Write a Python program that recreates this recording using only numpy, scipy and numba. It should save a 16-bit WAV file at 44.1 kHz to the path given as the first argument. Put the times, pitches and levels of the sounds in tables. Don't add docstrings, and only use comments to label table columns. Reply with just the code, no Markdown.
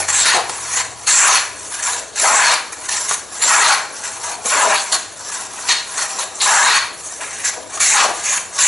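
import sys
import numpy as np
from scipy import signal
from scipy.fft import rfft, irfft, next_fast_len
from scipy.io import wavfile
from scipy.ndimage import uniform_filter1d, minimum_filter1d
from numba import njit

SR = 44100
rng = np.random.default_rng(int(sys.argv[2]) if len(sys.argv) > 2 else 0)


def transcribe(u):
    v = np.clip(np.atleast_2d(u).T, -1, 1)
    q = np.round(v * 32767).astype(np.int16)
    wavfile.write(sys.argv[1], SR, q)


def volts_from_decibels(level):
    exponent = np.asarray(level, float) / 20
    return 10 ** exponent


N = 382728

# frequency in Hz, width in Hz, level in dB.
STRIP_MODES = [(590, 120, -14.5), (603, 47, -6.5), (748, 174, -6.5), (839, 130, -1.5), (926, 75, -0.5),
               (1006, 81, -0.5), (1110, 94, -2), (1250, 200, -5), (1432, 196, -4), (1714, 184, -2),
               (1855, 200, -0.5), (1990, 280, -2.5), (2263, 240, -1.5), (2606, 760, -7)]
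# frequency in Hz, width in Hz, level in dB.
IRON_MODES = [(2900, 370, -4), (3574, 640, 0.5), (3958, 580, 6.5), (4206, 810, 5), (4830, 1560, -4)]
# frequency in Hz, width in Hz, level in dB.
SHAVING_MODES = [(5876, 1080, -3), (6897, 1510, -2.5), (7190, 496, 1.5), (10050, 6700, -8),
                 (10760, 1820, 0), (11200, 2400, -14.5)]
# frequency in Hz, width in Hz, level in dB.
BENCH_MODES = [(188, 120, -24), (249, 144, -12.5), (303, 50, -14), (410.4, 91, -6.5), (425.5, 41, -4),
               (503.6, 26, -0.5), (632, 283, 3), (703, 222, 4.5)]
# start in seconds, length in seconds, skimming hiss in dB,
# delay until the iron digs in, in seconds, wood level once dug in, in dB.
CUTS = [
    (-0.1, 0.11, -12.5, .3, -21),
    (0.129, 0.24, -15.5, 0.12, -16),
    (1.078, 0.29, -9, 0.12, -12.5),
    (2.2, 0.34, -14, 0.041, -13.5),
    (3.425, 0.32, -13, 0.064, -12.5),
    (4.458, 0.3, -18, 0.06, -15.5),
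    (6.419, 0.36, -15.5, 0.035, -13.5),
    (7.805, 0.24, -12.5, 0.13, -12.5),
    (8.591, .3, -8.5, .2, -19),
]
# start in seconds, iron level in dB.
BITES = [
    (1.076, -17),
    (3.421, -22.5),
    (6.408, -19),
    (7.804, -25),
    (8.589, -17),
]
# start in seconds, length in seconds, hiss in dB,
# wood relative to hiss in dB, iron relative to hiss in dB.
SCUFFS = [(0.088, .02, -14.5, -5.5, -11), (0.0, 0.057, -34.5, 2.5, 2), (0.772, 0.038, -18.5, -2.5, -5),
          (1.792, 0.011, -27, -3, -15), (1.724, 0.086, -28.5, -4.5, -7), (1.829, 0.02, -18.5, -8, -13),
          (1.851, 0.043, -19.5, -4, -11), (1.899, 0.098, -21.5, -5, -8), (2.161, 0.03, -20.5, -8.5, -8),
          (2.726, 0.0062, -26.5, -4, -14), (2.891, 0.079, -19.5, -5.5, -6.5),
          (3.091, 0.056, -17.5, -9.5, -10.5), (4.039, 0.02, -28, -0.5, -11), (4.238, 0.038, -25, -3, -10),
          (4.924, 0.031, -16, -4, -2.5), (5.319, 0.022, -23.5, -5, -10), (5.693, 0.032, -14, -1.5, 1.5),
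          (5.98, 0.049, -19.5, -3, -7), (6.19, 0.046, -21, -3.5, -5.5), (6.938, 0.0091, -35, -17, -12),
          (7.21, 0.036, -32.5, 5.5, -11), (7.448, 0.048, -17.5, -6.5, -11.5), (7.53, 0.02, -32, -1.5, -6),
          (8.15, 0.1, -27, -10, -9)]
# start in seconds, length in seconds, hiss in dB,
# change along the slide in dB, wood relative to hiss in dB.
SLIDES = [(0.488, 0.26, -29, 2, -5.5), (0.685, 0.088, -27, 9, -8.5), (0.984, 0.067, -41.5, 11.5, -6),
          (1.57, 0.2, -34.5, 8, -9), (2.74, 0.13, -42, 14.5, -5.5), (2.963, 0.13, -21, -4, -8.5),
          (3.323, 0.085, -31.5, 8, -7.5), (3.926, 0.17, -33, 4.5, -6.5), (4.044, 0.22, -30.5, -2.5, -5.5),
          (4.291, 0.063, -25, -8, -2), (4.413, 0.046, -38.5, 13, -8), (4.775, 0.14, -23, -6, -7),
          (5.161, 0.14, -36, 8.5, -7), (5.35, 0.12, -26, -6, -5.5), (5.513, 0.17, -34.5, 8.5, -4.5),
          (5.87, 0.115, -33, 8, -6), (6.026, 0.15, -26.5, -1, -6), (6.354, .06, -30, 0, -7),
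          (6.986, 0.093, -34, 5.5, -13), (7.092, 0.13, -28.5, -8, -10.5), (7.218, 0.23, -32, 4, -5.5),
          (7.7, 0.06, -35.5, 11.5, -6.5), (8.245, 0.13, -19.5, 2.5, -7), (8.528, 0.042, -33.5, 9.5, -7.5)]
# time in seconds, spread in seconds,
# bench level in dB, centre of the strip's loud region in Hz.
PRESSES = [(0.27, 0.053, -41, 1600), (7.39, 0.15, -48, 1860), (7.875, 0.045, -43, 2170),
           (8.3, .06, -40.5, 1970), (0.37, 0.035, -18.5, 940), (0.79, 0.11, -39.5, 1510),
           (1.3, 0.02, -28, 1170), (1.96, 0.074, -37, 1050), (2.249, 0.024, -22, 1220),
           (2.33, 0.035, -25, 874), (2.51, 0.026, -34, 1070), (0.0, 0.034, -27.5, 1490),
           (3.465, 0.019, -30, 1050), (3.66, 0.12, -33, 1190), (4.33, 0.11, -36, 990),
           (4.46, 0.008, -26, 1150), (4.569, 0.025, -24, 1190), (4.679, 0.032, -19.5, 850),
           (4.77, .03, -37, 1480), (5.4, 0.033, -39, 1080), (4.93, 0.029, -30, 1090),
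           (6.001, 0.045, -38, 1550), (6.21, 0.07, -36.5, 1050), (6.5, 0.05, -37, 1020),
           (6.635, 0.031, -35, 1030), (7.22, 0.025, -39, 1250), (7.58, 0.048, -33.5, 760),
           (7.76, .015, -32.5, 1400), (8.063, 0.043, -21.5, 880), (8.14, 0.02, -45, 900)]
# time in seconds, spread in seconds, iron level in dB.
SINGING = [
    (2.25, 0.061, -30.5),
    (0.28, 0.07, -17),
    (1.34, 0.04, -16.5),
    (2.49, 0.054, -17),
    (3.68, 0.053, -16),
    (4.78, 0.021, -20),
    (5.77, 0.028, -25),
    (6.72, 0.059, -15.5),
    (6.85, .05, -34),
    (8.0, 0.039, -18),
]
# time in seconds, spread in seconds, ring in Hz,
# extra ring level in dB.
CURLS = [(0.19, 0.065, 7640, 13), (0.33, .03, 6500, 7), (0.77, .03, 6900, 13), (1.18, 0.069, 7300, 9.5),
         (1.35, 0.03, 5960, 5), (1.87, 0.026, 7160, 14), (2.35, 0.058, 7400, 8), (3.5, 0.11, 7300, 4),
         (4.58, 0.06, 7300, 11), (6.62, 0.072, 7150, 8), (7.47, 0.04, 6900, 14), (7.89, 0.057, 7020, 7),
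         (8.3, 0.057, 6870, 16), (8.65, 0.064, 7000, 3.5)]
# start in seconds, peak level in dB, pitch in Hz.
KNOCKS = [
    (0.126, -18, 2410),
    (0.255, 16, 1590),
    (0.495, 3, 930),
    (2.725, -15, 990),
    (3.11, 6.5, 1100),
    (4.944, -20, 1110),
    (5.72, 4, 2020),
    (6.008, -15, 1550),
    (7.774, -2, 1310),
    (8.374, 1.5, 2420),
]
# time in seconds, second order in Hz, second order in dB, third order in dB.
COASTING = [(0, 94, -42, -52), (.4, 88, -55, -57), (.9, 80, -53.5, -50.5), (1.2, 77, -66, -56),
            (1.7, 72, -57, -68), (2.4, 67, -61, -79), (3.2, 62, -68, -77)]
# frequency in Hz, density in dB per Hz.
AIR_SPECTRUM = [(15, -51), (25, -21), (108, -9), (160, -12.5), (263, -8), (492, -4), (620, -28),
                (1320, -120)]
# frequency in Hz, left minus right in dB.
LEAN = [(25, 3), (60, 2), (125, 23), (300, 40), (630, 4.5), (1120, 2.5), (2020, 0.5), (11700, -0.25)]
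# frequency in Hz, left-right likeness from 0 to 1.
LIKENESS = [(25, .55), (60, 0.87), (130, 0.77), (270, 0.86), (580, 0.98), (1220, 0.97), (4000, 0.97),
            (11700, 0.96)]
# frequency in Hz, gain in dB.
CONVERTER_EDGE = [(11010, 0), (11040, -14), (11250, -34), (11500, -60), (12300, -110)]

BITE_DB_PER_S, SLIDE_IN_DB_PER_S = 1600, 508
LIFT_DB_PER_S, LIFT_DROP_DB, TRAIL_DB_PER_S = 900, 8, 138
DIG_S, SKIM_WOOD_DB, CUT_IRON_DB = 0.026, -8.5, -12.5
CLOG_AT, CLOG_S, CLOG_DB = 0.64, 0.031, -3
BITE_S, BITE_WOOD_DB = 0.065, -14
SAG_DB_PER_S, SLIDE_IRON_DB = 40, -5.5
REST_HISS_DB, REST_WOOD_DB, REST_IRON_DB, REST_BENCH_DB = -40.5, -45, -47, -44.5
BENCH_RE_WOOD_DB = -20.5
SKIM_HZ, DUG_HZ, SCUFF_HZ, SLIDE_HZ = 1670, 1434, 1550, 1150
FRESH_CURL_HZ, CLOGGED_CURL_HZ, LOOSE_CURL_HZ = 7400, 6500, 6900
CURL_DB, CURL_PER_HISS, CURL_PER_WOOD = -1.5, 0.72, 0.23
MEAN_HISS_DB = -20
RING_DB, RING_FOLLOWS = 7, 0.65


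def planing():
    *gains, strip_hz, curl_hz, curl_db, ring_db, focus = handling()
    judder = volts_from_decibels(1.36 * drift(35))

    strip = body(judder * fibres(3000, spread_db=2.0), STRIP_MODES, patchy_db=2.5, rate=20.0)
    strip = 0.35 * (1 - focus) * strip + gliding(strip, strip_hz, 1.41, SR)

    hiss = body(judder * fibres(9000, spread_db=2.5), SHAVING_MODES, patchy_db=1.5, rate=13.7)
    hiss = 1.67 * hiss + volts_from_decibels(curl_db) * gliding(hiss, curl_hz, 8.2, SR)

    iron = body(judder * fibres(7000, spread_db=3.0), IRON_MODES, patchy_db=0.8, rate=12)
    iron = iron + volts_from_decibels(ring_db) * resonance(iron, hz=4290, width=230)

    bench = body(judder * fibres(3000, spread_db=2.5), BENCH_MODES, patchy_db=2.0, rate=10.8)
    bench = signal.sosfilt(signal.butter(2, 220, "high", fs=SR, output="sos"), bench)

    bodies = (hiss, strip, iron, bench)
    return sum(gain * evened(x, 0.097) for x, gain in zip(bodies, gains))


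def fibres(per_s, spread_db):
    size_db = spread_db * np.minimum(rng.exponential(1, N), 5)
    sizes = volts_from_decibels(size_db) * rng.choice([-1, 1], N)
    return sizes * (rng.random(N) < per_s / SR) + 1e-18


def body(force, modes, patchy_db, rate):
    out = 0
    for k, (hz, width, db) in enumerate(modes):
        gain = volts_from_decibels(db + patchy_db * drift(rate))
        out = out + (-1) ** k * gain * resonance(force, hz, width)
    return out


def resonance(x, hz, width):
    r = np.exp(-np.pi * width / SR)
    zeros = [(1 - r * r) / 2, 0, (r * r - 1) / 2]
    poles = [1, -2 * r * np.cos(2 * np.pi * hz / SR), r * r]
    return signal.lfilter(zeros, poles, x)


@njit
def gliding(x, hz, sharpness, sr):
    out, low, band = np.empty_like(x), 0.0, 0.0
    for i in range(len(x)):
        g = np.tan(np.pi * hz[i] / sr)
        high = (x[i] - (1 / sharpness + g) * band - low) / (1 + g / sharpness + g * g)
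        out[i] = (g * high + band) / sharpness
        low += 2 * g * (g * high + band)
        band += 2 * g * high
    return out


def drift(rate):
    r = np.exp(-40 * np.pi * rate / SR)
    noise = rng.standard_normal(N // 20 + 2002)
    slow = signal.lfilter([1], [1, -2 * r, r * r], noise)[2000:]
    return np.interp(np.arange(N) / 20, np.arange(len(slow)), rms_one(slow))


def evened(x, seconds):
    return x / np.sqrt(uniform_filter1d(x ** 2, int(seconds * SR)) + 1e-12)


def rms_one(x):
    return x / np.sqrt(np.mean(x ** 2) + 1e-20)


def handling():
    t = np.arange(0, N / SR + 0.002, 0.001)
    rest = (REST_HISS_DB, REST_WOOD_DB, REST_IRON_DB, SLIDE_HZ, LOOSE_CURL_HZ)
    parts = [rest] + cuts(t) + bites(t) + scuffs(t) + slides(t)
    columns = [np.array([c + 0 * t for c in column]) for column in zip(*parts)]
    hiss, wood, iron = (volts_from_decibels(db) ** 2 for db in columns[:3])
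    strip_hz = np.average(columns[3], axis=0, weights=wood)
    curl_hz = np.average(columns[4], axis=0, weights=hiss)
    hiss, wood, iron = hiss.sum(axis=0), wood.sum(axis=0), iron.sum(axis=0)
    hiss_db, wood_db = 10 * np.log10(hiss), 10 * np.log10(wood)

    curl_db = CURL_DB + CURL_PER_HISS * (hiss_db - MEAN_HISS_DB) - CURL_PER_WOOD * (wood_db - hiss_db)
    for s, spread, hz, db in CURLS:
        tight = np.exp(-((t - s) / spread) ** 2 / 2)
        curl_hz = curl_hz + (hz - curl_hz) * tight
        curl_db = curl_db + db * tight

    for s, spread, db in SINGING:
        iron = iron + volts_from_decibels(db) ** 2 * np.exp(-((t - s) / spread) ** 2)
    ring_db = RING_DB + RING_FOLLOWS * (10 * np.log10(iron) - hiss_db)

    bench = volts_from_decibels(REST_BENCH_DB) ** 2 + volts_from_decibels(BENCH_RE_WOOD_DB) ** 2 * wood
    focus = 0 * t
    for s, spread, db, hz in PRESSES:
        press = np.exp(-((t - s) / spread) ** 2)
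        bench = bench + volts_from_decibels(db) ** 2 * press
        strip_hz = strip_hz + (hz - strip_hz) * np.sqrt(press)
        focus = np.maximum(focus, 0.7 * np.sqrt(press))
    gains = np.sqrt([hiss, wood, iron, bench])
    return in_time(np.transpose([t, *gains, strip_hz, curl_hz, curl_db, ring_db, focus]))


def cuts(t):
    parts = []
    for s, length, hiss_db, dig, wood_db in CUTS:
        on = contact(t - s, length, BITE_DB_PER_S)
        dug = step(t - s - dig, DIG_S)
        clogged = step(t - s - CLOG_AT * length, CLOG_S)
        skim_db = hiss_db + SKIM_WOOD_DB
        hiss = on + hiss_db + CLOG_DB * clogged
        wood = on + skim_db + (wood_db - skim_db) * dug
        iron = on + wood_db + CUT_IRON_DB
        strip_hz = SKIM_HZ + (DUG_HZ - SKIM_HZ) * dug
        curl_hz = FRESH_CURL_HZ + (CLOGGED_CURL_HZ - FRESH_CURL_HZ) * clogged
        parts.append((hiss, wood, iron, strip_hz, curl_hz))
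    return parts


def bites(t):
    parts = []
    for s, db in BITES:
        sag = SAG_DB_PER_S * np.clip(t - s, 0, BITE_S)
        on = db + contact(t - s, BITE_S, BITE_DB_PER_S) - sag
        parts.append((on + BITE_WOOD_DB, on + BITE_WOOD_DB, on, SKIM_HZ, FRESH_CURL_HZ))
    return parts


def scuffs(t):
    parts = []
    for s, length, db, wood_db, iron_db in SCUFFS:
        sag = SAG_DB_PER_S * np.clip(t - s, 0, length)
        on = db + contact(t - s, length, BITE_DB_PER_S) - sag
        parts.append((on, on + wood_db, on + iron_db, SCUFF_HZ, LOOSE_CURL_HZ))
    return parts


def slides(t):
    parts = []
    for s, length, db, change_db, wood_db in SLIDES:
        change = change_db * np.clip((t - s) / length, 0, 1)
        on = db + contact(t - s, length, SLIDE_IN_DB_PER_S) + change
        parts.append((on, on + wood_db, on + wood_db + SLIDE_IRON_DB, SLIDE_HZ, LOOSE_CURL_HZ))
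    return parts


def contact(t, length, rise):
    after = np.maximum(t - length, 0)
    lift = np.maximum(-LIFT_DB_PER_S * after, -LIFT_DROP_DB - TRAIL_DB_PER_S * after)
    return rise * np.minimum(t, 0) + lift * (after > 0)


def step(t, seconds):
    return 0.5 + 0.5 * np.tanh(2 * t / seconds)


def in_time(rows):
    s, *columns = np.transpose(rows)
    return [np.interp(np.arange(N) / SR, s, c) for c in columns]


def knocks():
    out = np.zeros(N)
    t = np.arange(int(0.06 * SR)) / SR
    for s, db, hz in KNOCKS:
        crack = rng.standard_normal(len(t)) * volts_from_decibels(-60 * t / 0.07)
        splinters = signal.lfilter([1, -1], [1, -0.9], crack)
        sound = 0.3 * splinters + 1.3 * resonance(crack, hz, 300)
        i = round(s * SR)
        out[i:i + len(t)] += volts_from_decibels(db - 8.5) * sound
    return out


def tail(t60, dull_hz):
    t = np.arange(int(0.6 * SR)) / SR
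    pole = np.exp(-2 * np.pi * dull_hz / SR)
    echoes = signal.lfilter([1], [1, -pole], rng.standard_normal(len(t)))
    echoes = echoes * volts_from_decibels(-60 * t / t60)
    return echoes / np.sqrt(np.sum(echoes ** 2))


def machine():
    hz, two_db, three_db = in_time(COASTING)
    turn = np.pi * np.cumsum(hz) / SR
    orders = volts_from_decibels(two_db) * np.sin(2 * turn) + volts_from_decibels(three_db) * np.sin(3 * turn)
    hum = volts_from_decibels(-60) * rms_one(resonance(rng.standard_normal(N), hz=100.2, width=6.3))
    return np.sqrt(2) * orders + hum


def air():
    hz = np.fft.rfftfreq(N, 1 / SR)
    shaped = rfft(rng.standard_normal(N)) * volts_from_decibels(at_hz(AIR_SPECTRUM, hz))
    return volts_from_decibels(-47.5) * rms_one(irfft(shaped, N))


def at_hz(points, hz):
    table_hz, values = np.transpose(points)
    return np.interp(np.log(hz + 1), np.log(table_hz), values)


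def scene():
    work = planing() + knocks()
    room = signal.fftconvolve(work, tail(t60=0.48, dull_hz=6000))[:N]
    mid = work + volts_from_decibels(-9.5) * room + machine() + air()
    side = signal.fftconvolve(mid, tail(t60=0.12, dull_hz=13000))[:N]

    size = next_fast_len(N + 8192)
    hz = np.fft.rfftfreq(size, 1 / SR)
    alike = np.clip(at_hz(LIKENESS, hz), 0, 1)
    lean = volts_from_decibels(at_hz(LEAN, hz))
    mid = rfft(mid, size)
    own = rfft(side, size) * np.sqrt((1 - alike) / (1 + alike))
    side = mid * (lean - 1) / (lean + 1) + own
    return irfft(np.array([mid + side, mid - side]), size)[:, :N]


def low_pass(x):
    return signal.sosfilt(signal.butter(12, 12330, fs=SR, output="sos"), x)


def record(dry):
    hold = int(0.006 * SR)
    peak = -minimum_filter1d(-np.abs(dry).max(axis=0), hold)
    gain = np.minimum(1, volts_from_decibels(-2.4) / (peak + 1e-9)) ** 0.8
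    x = dry * uniform_filter1d(gain, hold)

    squared = x.mean(axis=0) ** 2
    x = x + 0.15 * signal.sosfilt(signal.butter(2, 55, "high", fs=SR, output="sos"), squared)

    size = next_fast_len(N + 4096)
    edge = volts_from_decibels(at_hz(CONVERTER_EDGE, np.fft.rfftfreq(size, 1 / SR)))
    mix = irfft(rfft(x, size) * edge, size)[:, :N]
    return low_pass(mix)


dry = scene()
out = record(dry)
transcribe(out)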